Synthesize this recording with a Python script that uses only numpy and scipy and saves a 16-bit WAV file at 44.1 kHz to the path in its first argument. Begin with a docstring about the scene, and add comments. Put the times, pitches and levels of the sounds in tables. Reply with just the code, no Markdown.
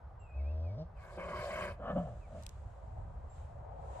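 """Field beside a steel barn. Light wind rumbles and hushes, birds call far off, grass crackles briefly.
An ox hums with closed mouth on a rising pitch, breaks into a hoarse, almost voiceless bellow and ends
on a rattling grunt that drops back into the chest. Vocal fold pulses ring in the closed head (hum) or,
with much air noise, in the throat (bellow, grunt). The barn wall answers with a short echo."""
import sys
import numpy as np
from scipy import signal
from scipy.io import wavfile
from scipy.ndimage import uniform_filter1d

SR = 44100
rng = np.random.default_rng(int(sys.argv[2]) if len(sys.argv) > 2 else 0)


def store_wav(level_fs):
    """Save 16-bit WAV to argv[1]."""
    pcm = np.round(np.clip(np.atleast_2d(level_fs), -1, 1) * 32767)
    wavfile.write(sys.argv[1], SR, pcm.T.astype(np.int16))


N = 176400
TIME_S = np.arange(N) / SR

# wind and grass envelopes: t/s, level/dB
RUMBLE_LEVEL = [(0, -51.5), (2.6, -48), (2.665, -43.5), (2.73, -53.5), (3.03, -42.5), (3.2, -46.5),
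                (4, -48)]
HUSH_LEVEL = [(2.55, -66.5), (3.0, -55.5), (3.3, -61), (3.7, -54.5), (4, -48.5)]
RUSTLE_LEVEL = [(1.6, -100), (2.0, -72), (2.27, -78.5), (2.41, -67), (2.6, -77), (3.25, -84.5), (3.37, -71),
                (3.68, -89), (3.95, -67.5)]
# noise spectra: f/Hz, relative density/dB
RUMBLE_SPECTRUM = [(20, -3), (68, 11), (120, 0.5), (500, -48.5)]
STEADY_AIR_SPECTRUM = [(330, -7), (700, 2), (1300, -6), (2500, -28.5), (14000, -49.5)]
HUSH_SPECTRUM = [(300, -19), (600, 1), (850, 0.5), (1600, -38)]
RUSTLE_SPECTRUM = [(1500, 6), (2500, 3), (6000, -6.5), (7900, 3.5), (13000, -41.5)]
MOUTH_HISS_SPECTRUM = [(3000, -3.5), (4600, 4.5), (5800, -5.5), (7300, 0.5), (10000, -7.5), (15000, -18.5)]
# slurred bird whistles: t/s, length/s, start f/Hz, end f/Hz, level/dB
BIRD_WHISTLES = [(0.188, 0.12, 2880, 2420, -68), (0.273, 0.15, 2454, 2617, -63.5),
                 (0.367, 0.063, 2500, 2000, -67), (0.43, 0.094, 2236, 2810, -64),
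                 (0.62, 0.12, 2610, 2156, -69.5), (0.949, 0.064, 2720, 2190, -72.5),
                 (2.203, 0.077, 2760, 2080, -69)]
# thin bird chips: t/s, f/Hz, relative level/dB
BIRD_CHIPS = [(0.194, 7560, -70.5), (3.296, 7380, -66)]
# snaps in the grass: t/s, relative level/dB
GRASS_SNAPS = [(2.425, -46), (2.435, -42), (2.465, -30), (2.4922, -39)]

# closed-mouth hum: t/s, pitch f/Hz, chest level/dB, nasal level/dB
HUM_CURVE = [(.325, 64, -60, -70), (.37, 68, -36, -56), (.66, 84, -36, -52), (.765, 112, -42, -54),
             (.788, 155, -43, -47), (.822, 163, -41, -48), (.865, 178, -60, -72)]
# bellow: t/s, throat level/dB, brightness/dB, hiss level/dB
BELLOW_CURVE = [(.97, -67.5, 27, -84), (1.04, -57, 6, -74.5), (1.171, -52.5, -12.5, -70.5),
                (1.179, -39, -18, -77), (1.2, -44.5, -0.5, -70), (1.345, -41.5, -3, -65.5),
                (1.385, -42, -3, -61), (1.64, -39.5, 0, -58.5), (1.715, -45.5, -3, -65.5),
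                (1.755, -65.5, -9, -80)]
# grunt rattle: t/s, level/dB, brightness/dB
GRUNT_CURVE = [(1.765, -70, -16), (1.80, -47.5, -9), (1.86, -42.5, 3), (1.912, -36, 1.5),
               (1.95, -46.5, -4.5), (1.963, -31.5, -4.5), (1.986, -33, -12), (2.015, -44, -10),
               (2.08, -47.5, -9), (2.24, -67.5, -14), (2.365, -46.5, -12), (2.42, -57.5, -11)]
# grunt chest tone: t/s, f/Hz, level/dB
CHEST_CURVE = [(1.905, 150, -53), (1.966, 182, -35), (2.016, 181, -38), (2.075, 126, -51),
               (2.122, 112, -44), (2.17, 108, -62)]
# resonances of closed head, open throat, narrowing throat: f/Hz, width/Hz, relative level/dB
HEAD_MODES = [(198, 92, -3.5), (391, 26, -5.5), (452, 47, -3), (609, 77, 3.5)]
OPEN_THROAT_MODES = [(184.3, 36.3, -4), (369, 42, -7.5), (584, 104, 1.5), (693, 31, -11.5),
                     (1048, 165, -2.5), (1593, 190, -9), (2033, 127, -13.5), (2187, 42, -7),
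                     (2413, 355, -15), (3080, 110, -19)]
NARROW_THROAT_MODES = [(173.4, 59, -0.5), (551, 134, -5), (611, 87, 2), (723, 86, -7.5), (1155, 290, -9.5),
                       (1742, 63, -15), (3016, 240, -26)]


def from_db(db):
    """Decibels to gain."""
    return 10 ** (np.asarray(db) / 20)


def unit_rms(x):
    """Scale to unit power."""
    return x / np.sqrt(np.mean(x ** 2) + 1e-20)


def flatten(x, window_samples):
    """Hold the running power at 1."""
    return x / np.sqrt(uniform_filter1d(x ** 2, size=window_samples) + 1e-12)


def per_sample(curve):
    """Each value column of a curve at every sample."""
    t_s, *columns = np.transpose(curve)
    return [np.interp(TIME_S, t_s, column) for column in columns]


def gate(curve):
    """1 while a curve lasts, 10 ms exponential skirts outside."""
    outside_s = np.maximum(curve[0][0] - TIME_S, TIME_S - curve[-1][0])
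    return np.exp(-np.maximum(0, outside_s) / .01)


def pan(left_db):
    """Left gain up, right gain down."""
    return from_db([[left_db], [-left_db]])


def delay(x, lag_s):
    """Fractional delay."""
    return np.interp(TIME_S - lag_s, TIME_S, x)


def butter(x, hz, kind, order=2):
    """Butterworth filter."""
    sections = signal.butter(order, np.clip(hz, 10, .45 * SR), kind, fs=SR, output="sos")
    return signal.sosfilt(sections, x)


def resonate(x, hz, width_hz):
    """Fourth-order resonance, peak gain 1."""
    r = np.exp(-np.pi * width_hz * np.sqrt(2) / SR)
    gain = (1 - r * r) / 2
    section = [gain, 0, -gain, 1, -2 * r * np.cos(2 * np.pi * hz / SR), r * r]
    return signal.sosfilt([section, section], x)


def drift(corner_hz):
    """Slow random wander, RMS 1."""
    hop, settle = 40, 2000
    r = np.exp(-2 * np.pi * corner_hz * hop / SR)
    white = rng.standard_normal(N // hop + settle + 2)
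    slow = signal.lfilter([1], [1, -2 * r, r * r], white)[settle:]
    return np.interp(np.arange(N) / hop, np.arange(len(slow)), unit_rms(slow))


def cycles(hz, jitter):
    """Running cycle count at an unsteady pitch."""
    return np.cumsum(hz * (1 + jitter * drift(39.41))) / SR


def banded_noise(spectrum, flicker_db, correlation):
    """Stereo noise in separately flickering third-octave bands, RMS 1."""
    points_hz, points_db = np.transpose(spectrum)
    edges_hz = 20 * 2 ** (np.arange(30) / 3)
    white = rng.standard_normal((2, 2, N))
    noise = 0
    for k, (low_hz, high_hz) in enumerate(zip(edges_hz, edges_hz[1:])):
        if high_hz < points_hz[0] or low_hz > points_hz[-1]:
            continue
        mid, side = butter(white[k % 2], [low_hz, high_hz], "band")
        band = np.sqrt(1 + correlation) * mid + np.sqrt(1 - correlation) * side * [[1], [-1]]
        band_db = np.interp(np.log(low_hz * high_hz) / 2, np.log(points_hz), points_db)
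        noise = noise + from_db(band_db + flicker_db * drift(19.2)) * band
    return unit_rms(noise)


def echoes(x, t60_s, count=60):
    """Scattered decaying reflections, different at each ear."""
    ears = []
    for lags_s, signs in zip(rng.uniform(.004, t60_s, (2, count)), rng.choice([-1, 1], (2, count))):
        taps = np.zeros(int(lags_s.max() * SR) + 1)
        taps[(lags_s * SR).astype(int)] = signs * from_db(-60 * lags_s / t60_s)
        ears.append(signal.fftconvolve(x, taps / np.linalg.norm(taps))[:N])
    return butter(np.array(ears), 16000, "low")


def wind():
    """Low rumble, steady air and a far hush that reaches the right side first."""
    rumble = banded_noise(RUMBLE_SPECTRUM, flicker_db=1.5, correlation=.96)
    rumble *= from_db(per_sample(RUMBLE_LEVEL)[0])
    air = from_db(-63) * banded_noise(STEADY_AIR_SPECTRUM, flicker_db=.7, correlation=.6)
    hush = banded_noise(HUSH_SPECTRUM, flicker_db=3.5, correlation=.38)
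    hush *= from_db(per_sample(HUSH_LEVEL)[0])
    hush[0] = delay(hush[0], lag_s=.00043)
    return rumble * pan(left_db=-.4) + air + hush * pan(left_db=2)


def birds(waver=.009, chip_decay_s=.04, echo_db=-4):
    """Far whistles and high chips, blurred by trees."""
    song = np.zeros(N)
    for t_s, length_s, start_hz, end_hz, db in BIRD_WHISTLES:
        progress = np.clip((TIME_S - t_s) / length_s, 0, 1)
        hz = start_hz + (end_hz - start_hz) * progress
        song += from_db(db) * np.sin(np.pi * progress) * np.sin(2 * np.pi * cycles(hz, waver))
    for t_s, hz, db in BIRD_CHIPS:
        age = np.maximum(TIME_S - t_s, 0) / chip_decay_s
        envelope = np.minimum(6 * age, 1) * np.exp(-age)
        song += from_db(db) * envelope * np.sin(2 * np.pi * cycles(hz, waver))
    return song + from_db(echo_db) * echoes(song, t60_s=.49)


def grass(snap_decay_s=.0015, snap_band_hz=(2760, 8900)):
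    """Soft rustle and a few dry snaps close by."""
    envelope = sum(from_db(db) * (TIME_S >= t_s) * np.exp(-np.abs(TIME_S - t_s) / snap_decay_s)
                   for t_s, db in GRASS_SNAPS)
    snaps = from_db(-2.5) * butter(envelope * rng.standard_normal((2, N)), snap_band_hz, "band")
    rustle = banded_noise(RUSTLE_SPECTRUM, flicker_db=1, correlation=.1)
    return snaps + from_db(per_sample(RUSTLE_LEVEL)[0]) * rustle


def barn_echo(x, low_cut_hz=380, level_db=-11):
    """Short, bass-light reflections off the steel wall."""
    return from_db(level_db) * echoes(butter(x, low_cut_hz, "high"), t60_s=.27)


def closures(turns):
    """One click each time the vocal folds shut."""
    return np.diff(np.floor(turns), prepend=0)


def rough_voice(modes, bright_db, flap_hz, jitter, air_share, chop_depth=.16, bright_above_hz=900):
    """Uneven fold closures and chopped air ring in the throat; an open mouth lifts the upper modes."""
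    turns = cycles(flap_hz, jitter)
    pulses = unit_rms(closures(turns) * np.exp(jitter * drift(110)))
    jet = unit_rms(rng.standard_normal(N) * (1 + chop_depth * np.cos(2 * np.pi * turns)))
    source = np.sqrt(1 - air_share) * pulses + np.sqrt(air_share) * jet
    voice = np.zeros(N)
    for k, (hz, width_hz, db) in enumerate(modes):
        mode_db = db + bright_db * (hz > bright_above_hz) + 2 * drift(7.7)
        voice += (-1) ** k * from_db(mode_db) * resonate(source, hz, width_hz)
    return flatten(voice, window_samples=1100)


def hum(nasal_top_hz=754, rasp_band_hz=(2950, 5540), rasp_db=-24):
    """Clean chest fundamental, overtones buzzing through the nose, faint nostril rasp."""
    hz, chest_db, nasal_db = per_sample(HUM_CURVE)
    turns = cycles(hz, jitter=.017)
    chest = np.sqrt(2) * np.sin(2 * np.pi * turns)
    pulses = closures(turns)
    head = sum(from_db(db) * resonate(pulses, mode_hz, width_hz) for mode_hz, width_hz, db in HEAD_MODES)
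    nasal = flatten(butter(head, nasal_top_hz, "low", order=4), window_samples=1800)
    breath = rng.standard_normal(N) * (1 + np.cos(2 * np.pi * turns))
    rasp = from_db(rasp_db) * unit_rms(butter(breath, rasp_band_hz, "band", order=4))
    return (from_db(chest_db) * chest + from_db(nasal_db) * (nasal + rasp)) * gate(HUM_CURVE)


def mouth_hiss():
    """The bellow's air hisses over tongue and lips."""
    _, _, hiss_db = per_sample(BELLOW_CURVE)
    hiss = banded_noise(MOUTH_HISS_SPECTRUM, flicker_db=2.9, correlation=.048)
    return from_db(hiss_db) * gate(BELLOW_CURVE) * hiss * pan(left_db=2.5)


def bellow():
    """Air forced past slack folds into the open throat."""
    throat_db, bright_db, _ = per_sample(BELLOW_CURVE)
    voice = rough_voice(OPEN_THROAT_MODES, bright_db, flap_hz=87.55, jitter=.28, air_share=.92)
    return from_db(throat_db) * gate(BELLOW_CURVE) * voice


def grunt():
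    """The folds rattle, catch on a clear low note and let go."""
    rattle_db, bright_db = per_sample(GRUNT_CURVE)
    rattle = rough_voice(NARROW_THROAT_MODES, bright_db, flap_hz=89.67, jitter=.41, air_share=.94)
    chest_hz, chest_db = per_sample(CHEST_CURVE)
    chest = np.sqrt(2) * np.sin(2 * np.pi * cycles(chest_hz, jitter=.0048))
    return from_db(rattle_db) * gate(GRUNT_CURVE) * rattle + from_db(chest_db) * gate(CHEST_CURVE) * chest


def scene():
    """Ox slightly left, barn echo, field around."""
    ox = hum() + bellow() + grunt()
    direct = np.array([ox, delay(ox, lag_s=.0001)]) * pan(left_db=.34)
    return direct + barn_echo(ox) + mouth_hiss() + birds() + grass() + wind()


def record(dry):
    """Steep low-pass at 15.6 kHz."""
    return signal.sosfilt(signal.ellip(10, .1, 70, 15600, fs=SR, output="sos"), dry)


dry = scene()
out = record(dry)
store_wav(out)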